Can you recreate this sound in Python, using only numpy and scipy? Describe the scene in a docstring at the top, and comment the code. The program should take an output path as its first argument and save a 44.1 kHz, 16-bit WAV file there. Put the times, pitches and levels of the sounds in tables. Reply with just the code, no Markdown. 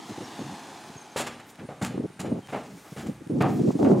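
"""Horse up a trailer ramp

A horse is led over grass and up the matted ramp of a metal trailer, a few metres away.
Each hoof knocks, thuds, clops and scuffs grit; the frame rings and the hollow trailer answers.
Gusts buffet the microphone more and more, over fading road hiss, a rustle, insects and a far bird."""
import sys
import numpy as np
from scipy import signal
from scipy.fft import rfft, irfft
from scipy.io import wavfile
from scipy.ndimage import uniform_filter1d

SR = 44100
rng = np.random.default_rng(int(sys.argv[2]) if len(sys.argv) > 2 else 0)


def dump(signal):
    """Clip the signal to [-1, 1] and save it as 16-bit WAV at the path in sys.argv[1]."""
    limited = np.clip(np.atleast_2d(signal).T, -1, 1)
    pcm = np.round(limited * 32767).astype(np.int16)
    wavfile.write(sys.argv[1], SR, pcm)


N = 176400
T = np.arange(N) / SR


def steps():
    """Each step drives the ramp with a burst of impacts: deep thud, hollow clop, scrape, then grit."""
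    # hooves and boots: t/s, contact/s, thud/dB, clop/dB, scrape/dB, grit/dB
    footfalls = [(1.16, 0.057, -43, -35.5, -34.5, -35), (1.262, 0.013, -51, -41, -36.5, -39),
                 (1.393, 0.0061, -63, -55, -46, -54.5), (1.483, 0.023, -64, -62, -68, -56),
                 (1.583, 0.025, -43.5, -67, -49.5, -71), (1.685, 0.039, -46.5, -42, -54.5, -65),
                 (1.813, 0.021, -26.5, -34, -38, -39.5), (1.84, .03, -40, -49, -43, -43),
                 (2.191, 0.02, -34, -40.5, -43, -40), (2.249, 0.021, -35, -46, -47.5, -60),
                 (2.483, 0.023, -46.5, -49, -47.5, -59), (2.523, 0.048, -37, -33, -41.5, -59),
                 (2.842, 0.04, -59, -52, -56.5, -75), (2.963, 0.053, -38.5, -44, -46.5, -51.5),
                 (3.06, 0.0095, -34.5, -47.5, -51, -49), (3.404, 0.015, -21.5, -27.5, -31.5, -48.5),
                 (3.428, 0.042, -41, -28.5, -46, -77.5), (3.841, 0.03, -42, -33.5, -44, -74),
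                 (3.913, 0.015, -40, -41.5, -72, -71)]
    # EQ of each layer: f/Hz, level/dB
    thud = [(30, -60), (65, -23), (100, 0), (170, 5), (270, 0.5), (400, -13), (700, -31), (2000, -72)]
    clop = [(100, -38), (300, 5), (450, 5), (620, 4.5), (780, 7), (1000, -5), (1200, -1), (1700, -19.5),
            (3000, -52), (9000, -75)]
    scrape = [(200, -16.5), (800, 1), (1400, 4.5), (2200, 3), (2900, -2.5), (3800, -10), (5000, -17.5),
              (9000, -29), (16000, -34)]
    grit = [(800, -30), (3000, 2.5), (4500, 0.5), (6300, -0.5), (7200, 5), (8200, 0.5), (9700, -1.5),
            (11500, -8.5), (15500, -19)]
    layers = [(thud, 0.0047, 0.013), (clop, 0.0047, 0.024), (scrape, 0.0047, 0.016), (grit, 0.011, 0.011)]
    out = np.zeros(N)
    for k, (eq, rise_s, fade_s) in enumerate(layers):
        force = sum(amp(levels[k]) * envelope(s, contact, rise_s, fade_s)
                    for s, contact, *levels in footfalls)
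        out += force * steady(colour(grains(), eq), size=600)
    return out


def grains(per_s=4000, spread_db=3.5):
    """Dense tiny impacts of uneven size under a sole."""
    strength = amp(spread_db * np.minimum(rng.exponential(1, N), 4))
    polarity = rng.choice([-1., 1.], N)
    hits = rng.random(N) < per_s / SR
    return steady(strength * polarity * hits, size=500)


def knocks(t60_s=0.02, click_db=0.5):
    """A hoof lands, slaps flat and settles: clicks with woody notes, pitched by where the ramp is hit."""
    # hard hits: t/s, level/dB, f/Hz
    hits = [(1.1606, -18, 530), (1.18, -33, 616), (1.2025, -18.5, 575), (1.228, -33, 484),
            (1.269, -37, 650), (1.59, -39, 680), (1.69, -26.5, 625), (1.71, -34, 727.5), (1.814, -26, 654),
            (2.197, -48, 714), (2.247, -23.5, 568), (2.487, -35, 790), (2.526, -31, 667), (2.549, -17, 730),
            (2.963, -34, 514), (3.069, -23.5, 330), (3.41, -11.5, 440), (3.829, -17.5, 772),
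            (3.849, -18, 628), (3.918, -17, 606)]
    # EQ of the attack: f/Hz, level/dB
    click_eq = [(100, -28), (350, 1), (540, -23), (760, 27), (1100, -2), (2000, -18.5), (4000, -17.5),
                (9000, -46)]
    attacks, notes, t = np.zeros(N), np.zeros(N), T[:SR // 10]
    for s, db, hz in hits:
        at = round(s * SR)
        attacks[at] = amp(db + click_db)
        note = amp(db - 60 * t / t60_s) * np.sin(2 * np.pi * hz * t)
        notes[at:at + len(t)] += note[:N - at]
    return notes + colour(attacks, click_eq)


def frame(blows, mix_db=-19.5):
    """The ramp's metal frame rings after each blow."""
    # modes of ramp and frame: f/Hz, relative level/dB, t60/s
    modes = [(240.8, 8.5, 0.67), (355, 2.5, 0.52), (493, -7, 0.18), (606, -6, .3), (796, -3.5, 0.24),
             (957, -11, 0.32), (1181, 10, 0.38), (1600, 3, .2), (1950, -4, 0.38), (2130, 11, 0.27),
             (2360, -5, .3), (3030, 9, .35), (3855, 13, 0.45), (5200, 17, .3), (7100, 0, .15),
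             (7125, 10, .15)]
    t = T[:SR // 2]
    ring = sum(amp(db - 60 * t / t60) * np.sin(2 * np.pi * hz * t) for hz, db, t60 in modes)
    return amp(mix_db) * np.std(blows) * unit(signal.fftconvolve(blows, ring)[:N])


def trailer(blows, wet_db=-10, build_s=0.041):
    """The hollow box reverberates, each band dying at its own speed."""
    # reverb time: f/Hz, t60/s
    decay = [(100, 1), (400, 0.45), (900, 0.43), (2000, 0.48), (4000, 0.47), (8000, 0.24), (16000, 0.32)]
    # stereo width: f/Hz, side minus mid/dB
    width = [(100, -48), (500, -58), (1200, -76), (6000, -44), (12000, -9)]
    hz, t, bands = signal.stft(rng.standard_normal((2, SR)), SR, nperseg=256)
    bands = bands * amp(-60 * t / read(decay, hz)[:, None])
    tail = signal.istft(bands, SR, nperseg=256)[1][:, :SR]
    tail *= np.minimum(T[:SR] / build_s, 1)
    mid, side = signal.fftconvolve(blows[None], tail / np.linalg.norm(tail[0]), axes=1)[:, :N]
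    return amp(wet_db) * stereo(mid, side, width)


def clicks():
    """Single sharp ticks of tack and gravel."""
    # ticks: t/s, level/dB
    ticks = [(1.168, -14), (1.182, -15), (1.202, -14), (1.505, -33.5), (1.557, -31), (1.849, -10),
             (2.473, -28), (3.274, -33), (3.424, -15)]
    # their EQ: f/Hz, level/dB
    tick_eq = [(500, -16), (1800, 15.5), (3000, 10), (5000, 5), (7500, 3), (11000, 0), (16000, -6)]
    impulses = np.zeros(N)
    for s, db in ticks:
        impulses[round(s * SR)] = amp(db)
    return colour(impulses, tick_eq)


def wind(rise_s=0.0029, fade_s=0.002245, eddy_s=0.0041, buffet_hz=250, slap_db=-14):
    """Eddies thump the two microphone ports at each gust's own pitch, alike in the bass, wider above."""
    # gusts: t/s, length/s, level/dB, brightness/dB, f/Hz
    gusts = [(0.092, 0.033, -37, 5, 246.8), (0.177, 0.0074, -28.5, -7, 291),
             (0.203, 0.036, -38.5, 10, 243.5), (0.388, 0.041, -33.5, 4, 216.6),
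             (0.438, .11, -40.5, -18, 209.8), (.896, 0.01, -39, -18, 237.8), (0.955, .014, -37, -26, 192.7),
             (1.607, 0.051, -39.5, 8, 233.5), (1.897, .16, -39, 7.5, 189.3),
             (1.944, 0.017, -28, -17, 253.8), (1.974, 0.0097, -26, 12, 263.2),
             (1.994, .017, -24.5, -17, 260.5), (2.036, 0.027, -28.5, -6, 285.5),
             (2.099, 0.0079, -38.5, 1, 289.8), (2.228, .17, -34, 8.5, 220.4),
             (2.315, 0.015, -19.5, 1.5, 235), (2.719, 0.065, -45.5, -6, 217.1),
             (2.919, 0.012, -35.5, -7, 240), (3.03, 0.037, -36, -1, 249.3), (3.084, .019, -25.5, -6, 264.2),
             (3.101, 0.026, -42.5, -3, 240.7), (3.206, 0.021, -40.5, -5, 250.4),
             (3.264, 0.013, -36.5, -10, 240.1), (3.296, 0.3, -26, -7, 244.4),
             (3.356, 0.043, -27.5, 0.5, 245.6), (3.592, 0.028, -19, -15, 255),
             (3.629, 0.042, -21.5, -14, 259.7), (3.67, 0.029, -17.5, -2.5, 255.7),
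             (3.703, 0.0068, -18, 11, 285), (3.714, 0.073, -35, 2, 238), (3.747, 0.02, -22.5, -8, 280.2),
             (3.79, .28, -23, 7.5, 260.2), (3.824, .04, -19, 4, 261.1), (3.865, 0.019, -17, 8, 275),
             (3.896, 0.021, -18.5, 11, 287), (3.914, .022, -13, -4, 316.8)]
    # EQ of the low buffet and of the brighter gusts' slap: f/Hz, level/dB
    buffet_eq = [(25, -61), (50, -50), (80, -18.5), (120, -6.5), (180, -1), (250, 0.5), (340, -5),
                 (450, -15.5), (700, -32.5), (1200, -54.5), (3000, -77.5)]
    slap_eq = [(150, -18.5), (350, 6.5), (500, 3.5), (750, -6.5), (1100, -16), (2000, -39.5), (5000, -84)]
    # stereo width: f/Hz, side minus mid/dB
    width = [(50, -30), (110, -41), (200, -20.5), (350, -8), (600, -4), (1500, -5)]
    # the ports grow less alike: t/s, side gain/dB
    spread = [(0, -64), (1.2, -40), (1.65, -9), (2, -1), (2.35, -2), (3, -2.5), (3.45, 4.5), (4, 2)]
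    power = np.array([amp(db) * envelope(s, length - fade_s, rise_s, fade_s)
                      for s, length, db, *_ in gusts]) ** 2
    bright_db, pitch_hz = np.transpose(gusts)[3:]
    total = power.sum(0)
    # varispeed moves the buffet's peak to the pitch of the gusts now blowing
    speed = (pitch_hz / buffet_hz @ power + 1e-12) / (total + 1e-12)
    playhead = np.cumsum(speed) % N
    eddies = amp(wobble(eddy_s))  # 1 dB of flutter
    buffet_gain = eddies * np.sqrt(total)
    slap_gain = eddies * np.sqrt(amp(bright_db) ** 2 @ power) * amp(slap_db + 0.67 * wobble(eddy_s))
    mid, side = (buffet_gain * steady(np.interp(playhead, np.arange(N), noise(buffet_eq)), size=400)
                 + slap_gain * steady(noise(slap_eq), size=300) for _ in range(2))
    return low_cut(stereo(mid, side * fader(spread), width), hz=85)


def road():
    """Tyre noise from a far road, with a few narrow tones, swells briefly, then fades."""
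    # tyre EQ: f/Hz, level/dB
    tyre_eq = [(60, -32.5), (150, -7), (300, 1.5), (550, -11), (720, -2.5), (850, -6), (1000, -6),
               (1300, -10), (2500, -16), (3500, -14.5), (4700, -18.5), (7000, -20), (10000, -27.5),
               (16000, -42)]
    # fader ride: t/s, level/dB
    ride = [(0, -45.5), (.15, -43), (.45, -42.5), (.75, -45.5), (1.1, -49), (1.5, -55.5), (2, -57),
            (4, -61.5)]
    # narrow tones over the tyre noise: f/Hz, bandwidth/Hz, relative level/dB
    lines = [(543, 18, -19), (841, 66, -8.5), (6520, 94, -23)]
    # stereo width: f/Hz, side minus mid/dB
    width = [(100, -60), (1000, -68), (2500, -18), (5000, -12), (12000, -14)]
    gain = fader(ride) * amp(0.82 * wobble(0.0048))
    tones = sum(amp(db) * whistle(hz, bandwidth) for hz, bandwidth, db in lines)
    tyres = stereo(ground_echo(noise(tyre_eq)), noise(tyre_eq), width)
    return gain * (tyres + tones)


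def ground_echo(x, start_s=0.000905, end_s=0.00135, drift_s=0.68, echo_db=-13):
    """The ground reflection lags more as the traffic moves: a phasey, falling comb."""
    delay = end_s + (start_s - end_s) * np.exp(-T / drift_s)
    return unit(x + amp(echo_db) * np.interp(T - delay, T, x))


def rustle():
    """A soft, flickering rustle comes and goes."""
    # EQ: f/Hz, level/dB
    eq = [(500, 11.5), (2000, 2.5), (4500, 3), (7000, 3.5), (9500, -5), (12000, -11), (16000, -10.5)]
    # fader ride: t/s, level/dB
    ride = [(0, -78), (.1, -45), (.2, -78), (.9, -54.5), (1.049, -71), (2.4, -64), (2.531, -56), (2.7, -57),
            (3.021, -53), (3.2, -64), (3.37, -59), (3.53, -49.5), (3.62, -53), (3.7, -48.5), (3.76, -54.5),
            (3.82, -50.5), (4, -54)]
    return fader(ride) * amp(1.9 * wobble(0.025)) * noise(eq)


def swishes():
    """Tail and lead rope brush in soft, airy swells."""
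    # strokes: t/s, length/s, level/dB
    strokes = [(1.45, .09, -60), (2.619, 0.61, -62), (3.469, .14, -57)]
    # EQ, all top end: f/Hz, level/dB
    eq = [(2000, -18), (8000, -2), (12000, 1), (14500, -4), (16000, -5)]
    swells = sum(amp(db) * np.sin(np.pi * np.clip((T - s) / length, 0, 1)) for s, length, db in strokes)
    return swells * noise(eq)


def bird(sag_hz_per_s=1700, bandwidth_hz=74):
    """A far bird sings a few high, slightly falling notes."""
    # notes: t/s, length/s, f/Hz, level/dB
    notes = [(0.228, .025, 5570, -52), (0.952, 0.042, 6510, -55), (1.002, 0.037, 6350, -54),
             (1.1, 0.032, 6380, -57), (2.417, 0.042, 3200, -60.5)]
    return sum(amp(db) * envelope(s, length, rise=0.013, fade=0.0097)
               * whistle(hz - sag_hz_per_s * (T - s), bandwidth_hz) for s, length, hz, db in notes)


def insects(uneven_db=0.5):
    """Faint thin chirps repeat loosely in the grass, no two equally strong."""
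    # one row an insect: entry t/s, f/Hz, bandwidth/Hz, chirp rate/Hz, chirp length/s, level/dB
    voices = [(.17, 8890, 260, 6.2, .075, -65.5), (1.655, 10330, 220, 2.4, 0.062, -70.5),
              (3.6, 9500, 170, 6.01, 0.046, -67.5)]
    out = np.zeros(N)
    for first, hz, bandwidth, rate, length, db in voices:
        cycles = rate * (T - first) + 0.058 * wobble(0.84)
        age = (cycles % 1) / rate
        chirps = (T > first) * np.sqrt(abs(np.sin(np.pi * np.minimum(age / length, 1))))
        out += amp(db + uneven_db * wobble(0.42)) * chirps * whistle(hz, bandwidth)
    return out


def air(level_db=-56):
    """A quiet, even bed of still outdoor air."""
    # EQ: f/Hz, level/dB
    eq = [(25, -23), (70, 0), (150, 8), (400, 8), (700, -4.5), (1200, 1.5), (2500, -4), (5000, -33),
          (8500, -12), (12000, -19.5), (16000, -50)]
    # stereo width: f/Hz, side minus mid/dB
    width = [(30, -8), (70, -38), (450, -26), (900, -18.5), (2000, -11.5), (5000, 6), (12000, -13)]
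    return amp(level_db) * stereo(noise(eq), noise(eq), width)


def amp(db):
    """Decibels to gain."""
    return 10 ** (np.asarray(db) / 20)


def unit(x):
    """Scales to rms 1."""
    return x / np.sqrt(np.mean(x ** 2) + 1e-20)


def fader(points):
    """Gain that rides through points of t/s, level/dB."""
    return amp(np.interp(T, *np.transpose(points)))


def read(points, hz):
    """Reads a table on a log-frequency axis."""
    f, value = np.transpose(points)
    return np.interp(np.log(hz + 1), np.log(f + 1), value)


def colour(x, eq):
    """Minimum-phase EQ of unit energy: the curve sets only the tone."""
    log_gain = np.log(amp(read(eq, abs(np.fft.fftfreq(8192, 1 / SR)))))
    taps = np.fft.ifft(np.exp(np.conj(signal.hilbert(log_gain)))).real[:4096]
    return signal.oaconvolve(x, taps / np.linalg.norm(taps))[:N]


def low_cut(x, hz):
    """High-pass, 18 dB an octave."""
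    return signal.sosfilt(signal.butter(3, hz, "highpass", fs=SR, output="sos"), x)


def noise(eq):
    """Noise of rms 1 with this spectrum."""
    return unit(colour(rng.standard_normal(N), eq))


def steady(x, size):
    """Evens out the power over stretches of size samples."""
    return x / np.sqrt(abs(uniform_filter1d(uniform_filter1d(x ** 2, size), size)) + 1e-12)


def wobble(seconds):
    """Smooth random modulation of rms 1 that changes in about this time."""
    hz = np.fft.rfftfreq(N, 1 / SR)
    return unit(irfft(rfft(rng.standard_normal(N)) * np.exp(-(hz * seconds) ** 2), N))


def whistle(hz, bandwidth_hz):
    """A fuzzy narrow tone that follows hz."""
    return np.sqrt(2) * wobble(1 / bandwidth_hz) * np.sin(2 * np.pi * np.cumsum(hz * np.ones(N)) / SR)


def envelope(start, length, rise, fade):
    """Attack, hold, exponential release; times in seconds."""
    out = np.zeros(N)
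    span = slice(round(start * SR), round((start + abs(length) + 10 * fade) * SR))
    t = T[span] - start
    out[span] = np.clip(t / rise, 0, 1) * np.exp(-np.maximum(t - length, 0) / fade)
    return out


def stereo(mid, side, width):
    """Left and right from mid and side; width gives the side's gain by frequency."""
    side = irfft(rfft(side) * amp(read(width, np.fft.rfftfreq(N, 1 / SR))), N)
    return np.array([mid + side, mid - side])


def scene():
    """The horse straight ahead, wind on the microphone, the yard all around."""
    hooves = steps() + knocks()
    ramp = hooves + frame(hooves)
    horse = ramp + trailer(ramp) + clicks() + swishes()
    return horse + wind() + road() + rustle() + bird() + insects() + air()


def record(dry, ceiling=0.7, top_hz=15900):
    """Soft overload in the strongest gusts, the microphone's bass cut, then the band limit."""
    squashed = ceiling * np.tanh(dry / ceiling)
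    thin = low_cut(squashed, hz=60)
    band_limit = signal.firwin(511, top_hz, window=("kaiser", 9), fs=SR)
    return signal.oaconvolve(thin, band_limit[None], "same")


dry = scene()
out = record(dry)
dump(out)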